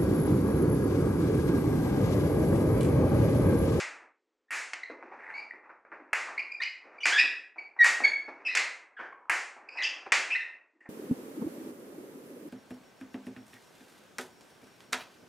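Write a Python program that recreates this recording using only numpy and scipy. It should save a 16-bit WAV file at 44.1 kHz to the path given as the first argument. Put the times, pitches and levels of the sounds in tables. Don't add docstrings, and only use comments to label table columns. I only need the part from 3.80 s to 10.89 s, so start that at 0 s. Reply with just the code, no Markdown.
import sys
import numpy as np
from scipy import signal
from scipy.fft import rfft, irfft, next_fast_len
from scipy.io import wavfile
from scipy.ndimage import uniform_filter1d

SR = 44100
rng = np.random.default_rng(int(sys.argv[2]) if len(sys.argv) > 2 else 0)


def volts_from_db(level):
    exponent = np.asarray(level, float) / 20
    return 10 ** exponent


def unload_wav(signal):
    wavfile.write(
        sys.argv[1],
        SR,
        np.round(np.clip(np.atleast_2d(signal).T, -1, 1) * 32767).astype(np.int16),
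    )


N = 312669
LEAD = SR // 10
SPOTS = 4

# (time [s], direct peak [dB], ring [Hz], treble [dB], hall [dB])
CLACKS = [(-.05, -17.5, 1950, 6.5, 2.5), (0.7073, -15, 1867, 14, 3), (0.9343, -23, 2146, -4, -8),
          (2.1177, -38, 1610, -37, -4), (2.3312, -13, 1749, 6, -1.5), (3.2561, -13, 2354, 2, -3.5),
          (3.2659, -17, 2527, 5, 7), (4.0437, -12, 1741, 10.5, 4.5), (4.7513, -14.5, 2501, 3.5, 2),
          (4.772, -15.5, 2366, 6, -2.5), (5.497, -11, 1663, 8.5, 0), (6.3211, -8, 2418, 4, 0),
          (7.007, -50.5, 1896, 11.5, -0.5)]
# (frequency [Hz], level [dB])
STICK_COLOUR = [(59, -80.5), (100, -53), (211, -30), (281, -15.5), (568, -11), (643, -12), (713, -9.5),
                (1170, -10.5), (2050, -7), (3730, -21.5), (7220, -19), (9850, -31), (14000, -50.5)]
# (share of ring frequency [ratio], level [dB], t60 [s])
WOOD_MODES = [(0.681, -31, 0.033), (1.001, -14.5, 0.11), (1.18, -22.5, .04), (1.453, -22, 0.075),
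              (3.3, -37.5, 0.036)]
# (time [s], level [dB])
JOLTS = [
    (0.705, -61.5),
    (2.331, -66),
    (4.044, -69.5),
    (5.496, -48.5),
    (6.321, -71.5),
]

# (frequency [Hz], t60 [s])
HALL_T60 = [(200, 0.6913), (600, 0.67828), (1400, 0.52159), (2500, 0.47694), (5000, 0.41308),
            (9000, 0.44588), (11000, 0.4), (14000, 0.5616)]
# (frequency [Hz], level [dB])
TAIL_SIDE = [(60, -23.5), (250, -25.5), (1500, -18), (4000, -19.5), (9000, -27)]

# (time [s], level [dB])
SCUFF_LEVEL = [(0, -55.5), (.25, -57), (.45, -90.5), (.7, -78.5), (1.25, -57), (1.65, -54.5), (1.95, -91),
               (2.5, -49.5), (2.95, -70), (3.15, -54), (3.6, -77.5), (4.68, -52), (5.3, -70), (5.45, -76),
               (6.05, -51), (6.2, -53.5), (6.7, -60.5), (7.1, -86.5)]
# (frequency [Hz], level [dB])
SHOE_COLOUR = [(60, -17.5), (160, -23), (290, -4.5), (1000, -4.5), (1800, -9), (2500, -14.5), (3000, -32.5),
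               (6000, -35), (14000, -71.5)]

# (start [s], length [s], slip rate [Hz], level [dB], overtone [dB])
SNAPS = [(0.682, 0.02754, 1860, -56, -16), (1.553, .09, 2356, -45, -15.5), (1.707, 0.0089, 1935, -36, -43),
         (2.589, 0.02688, 2444, -34, -21), (2.8, .016, 1876, -34, -18.5), (2.819, 0.056, 2957, -43, -18),
         (3.203, 0.057, 2973, -43.5, -15), (3.781, 0.027, 2331, -37.5, -19),
         (4.678, 0.11, 2038, -40, -11.5), (5.323, 0.017, 1114, -45.5, -12.5),
         (5.886, 0.013, 2480, -41, -8.5), (5.97, 0.03593, 2584, -39.5, -16.5),
         (5.982, 0.077, 2095, -36.5, -19.5), (6.548, 0.034784, 2019, -29.5, -22.5),
         (7.004, 0.027, 1921, -54, -30), (7.055, 0.014, 1868, -48.5, -34.5)]
# (start [s], length [s], slip rate [Hz], level [dB], overtone [dB])
HOLDS = [(1.031, 0.011865, 2073, -34.5, -17), (1.536, 0.03, 2250, -44.5, -17),
         (2.576, .013, 2187, -29, -22), (2.832, 0.009229, 2478, -30, -9), (3.23, .024, 2455, -32.5, -9.5),
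         (3.322, .036, 1686, -28, -3.5), (3.357, 0.04035, 1775, -24.5, -11.5),
         (3.395, 0.024747, 1935, -24.5, -13), (4.242, 0.04524, 1727, -35, -12),
         (5.887, 0.087, 2553, -57, -6.5), (6.032, 0.0167, 2496, -43, 7),
         (6.516, 0.032216, 2635, -29.5, -26), (6.6, 0.03852, 1907, -41, -16.5)]
# (start [s], length [s], slip rate [Hz], level [dB], overtone [dB])
SWELLS = [
    (2.714, .014, 2390, -33.5, -15.5),
    (3.18, 0.012724, 2316, -44, -16),
    (3.988, 0.040318, 1881, -12.5, -22),
    (4.018, 0.022, 2247, -27, -11),
    (4.235, .024, 2201, -14.5, -17.5),
]
# (start [s], length [s], first pitch [Hz], last pitch [Hz], level [dB])
SCRUBS = [
    (1.387, 0.14967, 1812, 1945, -49.5),
    (1.432, 0.2021, 878.8, 875.8, -55),
    (5.337, 0.1565, 1076, 946.7, -61),
    (6.501, .022, 2232, 2561, -35),
    (6.555, 0.023, 1996, 1906, -52.5),
    (6.64, 0.05, 1834, 1817, -57),
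]
# (start [s], length [s], first pitch [Hz], last pitch [Hz], level [dB])
DRAGS = [
    (2.813, .02, 1863, 2258, -32),
    (2.851, 0.018, 2300, 2152, -43),
    (5.165, 0.052, 1600, 1568, -44.5),
    (6.012, .027, 1930, 1741, -38),
    (6.019, 0.037, 3110, 2958, -36),
]
# (start [s], length [s], first pitch [Hz], last pitch [Hz], level [dB])
PIVOTS = [
    (3.375, .065, 2479, 2597, -18.5),
    (4.648, .07, 2668, 2529, -28),
    (4.764, 0.11, 1950, 2212, -32),
    (6.031, 0.066, 2598, 2740, -31),
]

# (share of length before the top [0-1], start [dB], end [dB], roughness [0-1], hall [dB])
SNAP_COURSE = (0.5362, 0.5, -25.5, 0.1908, -4)
HOLD_COURSE = (-0.63, -1.8, -2.4, 0.14149, -2.6)
SWELL_COURSE = (.85, -17, -8, .045, -.8)
SCRUB_COURSE = (8.08, -4, -3.5, 0.5915, -6.0433)
DRAG_COURSE = (0.83, -2.1, -0.89, .28, -0.96)
PIVOT_COURSE = (0.3818, -16, -20, 0.1865, -4)
SNAP_BEND, SWELL_BEND, HOLD_BEND = 0.94949, 1.06, 0.91579
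PIVOT_OVERTONE_DB, DRAG_OVERTONE_DB, SCRUB_OVERTONE_DB = -14, -13, -33.5
SETTLE = 3.0
RASP_DB = -20

# (time [s], peak [dB], sole [Hz], hall [dB], weight [dB])
STEPS = [(1.099, -30, 507.6, -5.5, 10.5), (1.226, -32.5, 804, -5, 8), (1.316, -35, 859, -1.5, 3.5),
         (1.736, -40, 339, -1, 3), (1.832, -50, 930, 7.5, -5), (1.894, -40.5, 1335, -4, -1.5),
         (2.05, -40.5, 1426, -2.5, 7), (2.12, -35, 1719, -3.5, 4.5), (2.202, -40.5, 940, -4.5, 15),
         (2.467, -46.5, 1130, 14.5, -9.5), (2.805, -38.5, 1120, -3.5, -11.5), (3.045, -46.5, 571.2, 4, 9),
         (3.437, -29, 1476, -7, 6), (3.759, -41, 760, 0.5, 2), (3.964, -37.5, 830, -2, -4),
         (4.204, -20, 800, -5, 6.5), (4.481, -30, 737, -6.5, 8.5), (5.192, -29, 1610, -1.5, -2),
         (5.766, -38.5, 789, -2.5, 4), (5.954, -39.5, 812.1, 4, -15), (6.264, -31, 754, -12.5, 8),
         (6.934, -61.5, 292, 2, 21.5), (7.013, -53, 320, -5, 13.5), (7.054, -45.5, 743, -1.5, 3.5)]

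# (frequency [Hz], level [dB])
HISS_COLOUR = [(18, -37), (30, -18), (144, -30), (274, -0.5), (435, 1.5), (640, -10), (1100, -9.5),
               (2770, -18), (14000, -31)]
HISS_DB = -83.5
# (frequency [Hz], level [dB])
CAPSULE = [(50, -14.5), (150, -7), (1500, 1.0188), (2700, 3), (3100, -1.5), (4500, 4), (14000, -3.6056)]
# (threshold [dB], depth [dB], opening time [s], closing time [s])
GATES = [
    (-77, -22.5, 0.045, 0.024),
    (-76, -18, 0.068, 0.017),
]
# (frequency [Hz], level [dB])
TOP_FLOOR = [(8500, -125), (10200, -106), (11000, -97), (12500, -93), (14000, -90)]
SQUEEZE, SQUEEZE_FROM_DB, SQUEEZE_S = 0.08135, -38.5, 0.25
CEILING = 0.9224

BINS = np.fft.rfftfreq(4096, 1 / SR)


def evened(x):
    return x / np.sqrt(np.mean(x ** 2) + 1e-20)


def read(points, hz):
    f, value = np.transpose(points)
    return np.interp(np.log(hz + 1), np.log(f + 1), value)


def bump(hz, centre_hz, octaves):
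    return np.exp(-.5 * (np.log2((hz + 1) / centre_hz) / octaves) ** 2)


def causal(db, size=2048):
    both_halves = np.r_[db, db[-2:0:-1]]
    log_gain = np.log(volts_from_db(np.maximum(both_halves, -100)))
    phase = -signal.hilbert(log_gain).imag
    pulse = np.fft.ifft(np.exp(log_gain + 1j * phase)).real[:size]
    return pulse / abs(pulse).max()


def coloured(points, size):
    spectrum = rfft(rng.standard_normal(size))
    gain = volts_from_db(read(points, np.fft.rfftfreq(size, 1 / SR)))
    return evened(irfft(spectrum * gain, size))


def add(mix, s, sound):
    part = mix[LEAD + round(s * SR):][:len(sound)]
    part += sound[:len(part)]


def clack(db, ring_hz, treble_db):
    treble_tilt = 2 * treble_db * (BINS / (BINS + 4000)) ** 2
    colour_db = read(STICK_COLOUR, BINS) + 8.0 * bump(BINS, ring_hz, 0.8) + treble_tilt
    touch = np.zeros(560)
    touch[0] = 1
    smear = np.exp(-np.arange(60) / 20.0)
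    arrivals = rng.integers([93.0, 144.36, 302.99, 351.42], [109.46, 171.83, 303.38, 450.63])
    for at, bounce_db in zip(arrivals, [-1.5, -3.0, -7.0, -8.0]):
        touch[at:at + 60] += volts_from_db(bounce_db) * np.r_[1, .3 * rng.standard_normal(59)] * smear
    near_db = colour_db - 10.0 * bump(BINS, 3700, 0.11) + 3.8 * bump(BINS, 13000, 0.65)
    near = np.convolve(touch, causal(near_db))
    t = np.arange(len(near)) / SR
    for share, mode_db, t60 in WOOD_MODES:
        near += volts_from_db(mode_db - 60 * t / t60) * np.sin(2 * np.pi * share * ring_hz * t)
    return volts_from_db(db) * near, volts_from_db(db) * causal(colour_db)


def hall(sends):
    taps = np.zeros((2, SPOTS, SR))
    grid = np.arange(240, SR - 12, 12)
    at = grid + rng.integers(0, 12, (2, SPOTS, len(grid)))
    np.put_along_axis(taps, at, rng.choice([-1., 1.], at.shape), axis=2)
    taps *= np.minimum(1, 0.27302 + np.arange(SR) / SR / 0.029)
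    hz, t, z = signal.stft(taps, SR, nperseg=256)
    t60 = np.maximum(read(HALL_T60, hz), .05)
    z = z * volts_from_db(-60 * t / t60[:, None])
    z[1] *= volts_from_db(read(TAIL_SIDE, hz))[:, None]
    tail = signal.istft(z, SR, nperseg=256)[1]
    tail /= np.linalg.norm(tail[0], axis=1)[:, None]
    return signal.fftconvolve(sends[None], tail, axes=2).sum(1)[:, :N + LEAD]


def scuff():
    s, db = np.transpose(SCUFF_LEVEL)
    size = N + LEAD
    stutter = evened(uniform_filter1d(rng.standard_normal(size), 700))
    rub = coloured(SHOE_COLOUR, size) + volts_from_db(-29) * coloured(STICK_COLOUR[-5:], size)
    level_db = np.interp(np.arange(-LEAD, N) / SR, s, db) + 0.65 * stutter
    return rub * volts_from_db(level_db)


def squeak(rows):
    s, *columns = np.transpose(rows)
    t = np.arange(s[0], s[-1], 1 / SR)
    hz, level_db, rough, overtone_db = (np.interp(t, s, c) for c in columns)
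    wander = rng.standard_normal((12000, 2))
    for _ in range(2):
        wander = uniform_filter1d(wander, 40, 0)
    grip, press = wander[:len(t)].T * 8.531
    phase = 2 * np.pi * np.cumsum(hz * (1 + 0.21 * abs(rough) * grip)) / SR
    tone = np.sin(phase) + volts_from_db(overtone_db) * np.sin(2 * phase)
    tone += volts_from_db(overtone_db - 16.0 - 12.0 * rough) * np.sin(3 * phase)
    tone += volts_from_db(overtone_db - 34.0) * np.sin(4 * phase)
    to_end = np.minimum(t - s[0], s[-1] - t)
    edge = np.sin(np.pi / 2 * np.minimum(1, to_end / 0.0045646)) ** 2
    return np.sqrt(2) * volts_from_db(level_db + 5.8 * rough * press) * tone * edge


def gesture(course, s, length, first_hz, last_hz, db, overtone_db, settle=1):
    top, start_db, end_db, rough, hall_db = course
    share = np.linspace(0, 1, 17)
    top = np.clip(top, .01, .99)
    rise_db = start_db * np.clip(1 - share / top, 0, 1) ** 1.4
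    fall_db = end_db * np.clip((share - top) / (1 - top), 0, 1) ** 0.95
    ease_db = rise_db + fall_db
    hz = last_hz + (first_hz - last_hz) * (1 - share) ** settle
    roughness = rough * (1 - .03 * ease_db)
    sound = squeak(np.c_[s + length * share, hz, db + ease_db, roughness, overtone_db + .1 * ease_db])
    grit = uniform_filter1d(np.diff(rng.standard_normal(12001))[:len(sound)], size=3)
    strength = uniform_filter1d(abs(sound), size=64)
    sound = sound + volts_from_db(RASP_DB) * np.sqrt(abs(rough)) * grit * strength
    return s, sound, sound, 1.0 + hall_db


def squeaks():
    steady = [(SNAP_COURSE, SNAP_BEND, SNAPS), (SWELL_COURSE, SWELL_BEND, SWELLS),
              (HOLD_COURSE, HOLD_BEND, HOLDS)]
    sliding = [(PIVOT_COURSE, PIVOT_OVERTONE_DB, PIVOTS), (DRAG_COURSE, DRAG_OVERTONE_DB, DRAGS),
               (SCRUB_COURSE, SCRUB_OVERTONE_DB, SCRUBS)]
    sounds = []
    for course, bend, rows in steady:
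        for s, length, hz, db, overtone_db in rows:
            sounds.append(gesture(course, s, length, hz * bend, hz, db, overtone_db, SETTLE))
    for course, overtone_db, rows in sliding:
        for row in rows:
            sounds.append(gesture(course, *row, overtone_db))
    return sounds


def step(db, sole_hz, weight_db):
    size = 1200
    grains = rng.standard_normal(size) * (rng.random(size) < .03)
    patter = grains * np.exp(-np.arange(size) / SR / 0.016)
    patter[0] = 0.76
    sole_db = 6.0 * bump(BINS, sole_hz, 0.24)
    thud_db = weight_db * bump(BINS, 290, 0.66)
    slap = causal(read(SHOE_COLOUR, BINS) + sole_db + thud_db)
    near = np.convolve(patter, uniform_filter1d(slap, size=5))
    near *= volts_from_db(db) / abs(near).max()
    return near, slap * np.linalg.norm(near) / np.linalg.norm(slap)


def scene():
    direct = scuff()
    sends = np.zeros((SPOTS, N + LEAD))
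    sounds = [(s, *clack(db, hz, treble), 8.8451 + wet) for s, db, hz, treble, wet in CLACKS]
    sounds += [(s, *step(db, hz, weight), 3.761 + wet) for s, db, hz, wet, weight in STEPS]
    sounds += squeaks()
    for k, (s, near, far, wet_db) in enumerate(sounds):
        add(direct, s, near)
        add(sends[k % SPOTS], s, volts_from_db(wet_db) * far)
    for s, db in JOLTS:
        add(direct, s, volts_from_db(db) * np.hanning(900))
    mid, side = hall(sends)
    return np.array([direct + mid + side, direct + mid - side])[:, LEAD:]


def level_of(x):
    power = uniform_filter1d((x ** 2).mean(0), size=512, origin=255)
    return 10 * np.log10(abs(power[::128]) + 1e-12)


def gate(x, threshold_db, depth_db, open_s, close_s):
    shut = 1 / (1 + volts_from_db(1.5728 * (level_of(x) - threshold_db)))
    state = shut.copy()
    for k in range(1, len(shut)):
        change = shut[k] - state[k - 1]
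        time_s = close_s if change > 0 else open_s
        state[k] = state[k - 1] + change * min(1, 128 / SR / time_s)
    return volts_from_db(np.interp(np.arange(N) / 128, np.arange(len(state)), depth_db * state))


def squeeze(x):
    keep = np.exp(-1 / SR / SQUEEZE_S)
    start = [volts_from_db(2 * SQUEEZE_FROM_DB)]
    power = signal.lfilter([1 - keep], [1, -keep], (x ** 2).mean(0), zi=start)[0]
    return volts_from_db(-SQUEEZE * (10 * np.log10(power) - SQUEEZE_FROM_DB))


def thin_top(x):
    hz, t, z = signal.stft(x, SR, nperseg=1024)
    power = uniform_filter1d((abs(z) ** 2).mean(0), size=14, axis=0)
    band_db = 10 * np.log10(power + 1e-20)
    lack_db = (read(TOP_FLOOR, hz)[:, None] - band_db).clip(-40, 40)
    keep = 1 / (1 + volts_from_db(3.0 * lack_db))
    return signal.istft(z * np.where(hz[:, None] > 8000, keep, 1), SR, nperseg=1024)[1][:, :N]


def top_cut(x):
    return signal.sosfilt(signal.butter(12, 14220, fs=SR, output="sos"), x)


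def record(dry):
    size = next_fast_len(N + LEAD)
    hz = np.fft.rfftfreq(size, 1 / SR)
    spectrum = rfft(dry, size) * volts_from_db(read(CAPSULE, hz))
    high = 1 / (1 + (3000 / (hz + 1)) ** 10) / (1 + (hz / 9500) ** 10)
    body = irfft(spectrum * (1 - high), size)[:, :N]
    treble = irfft(spectrum * high, size)[:, :N]
    x = body + volts_from_db(3.0) * treble * gate(treble, *GATES[1])
    x = x * gate(x, *GATES[0]) * squeeze(x)
    x = x + volts_from_db(HISS_DB) * coloured(HISS_COLOUR, N)
    rounded = CEILING * np.tanh(x / CEILING)
    return top_cut(thin_top(rounded))


dry = scene()
out = record(dry)
unload_wav(out)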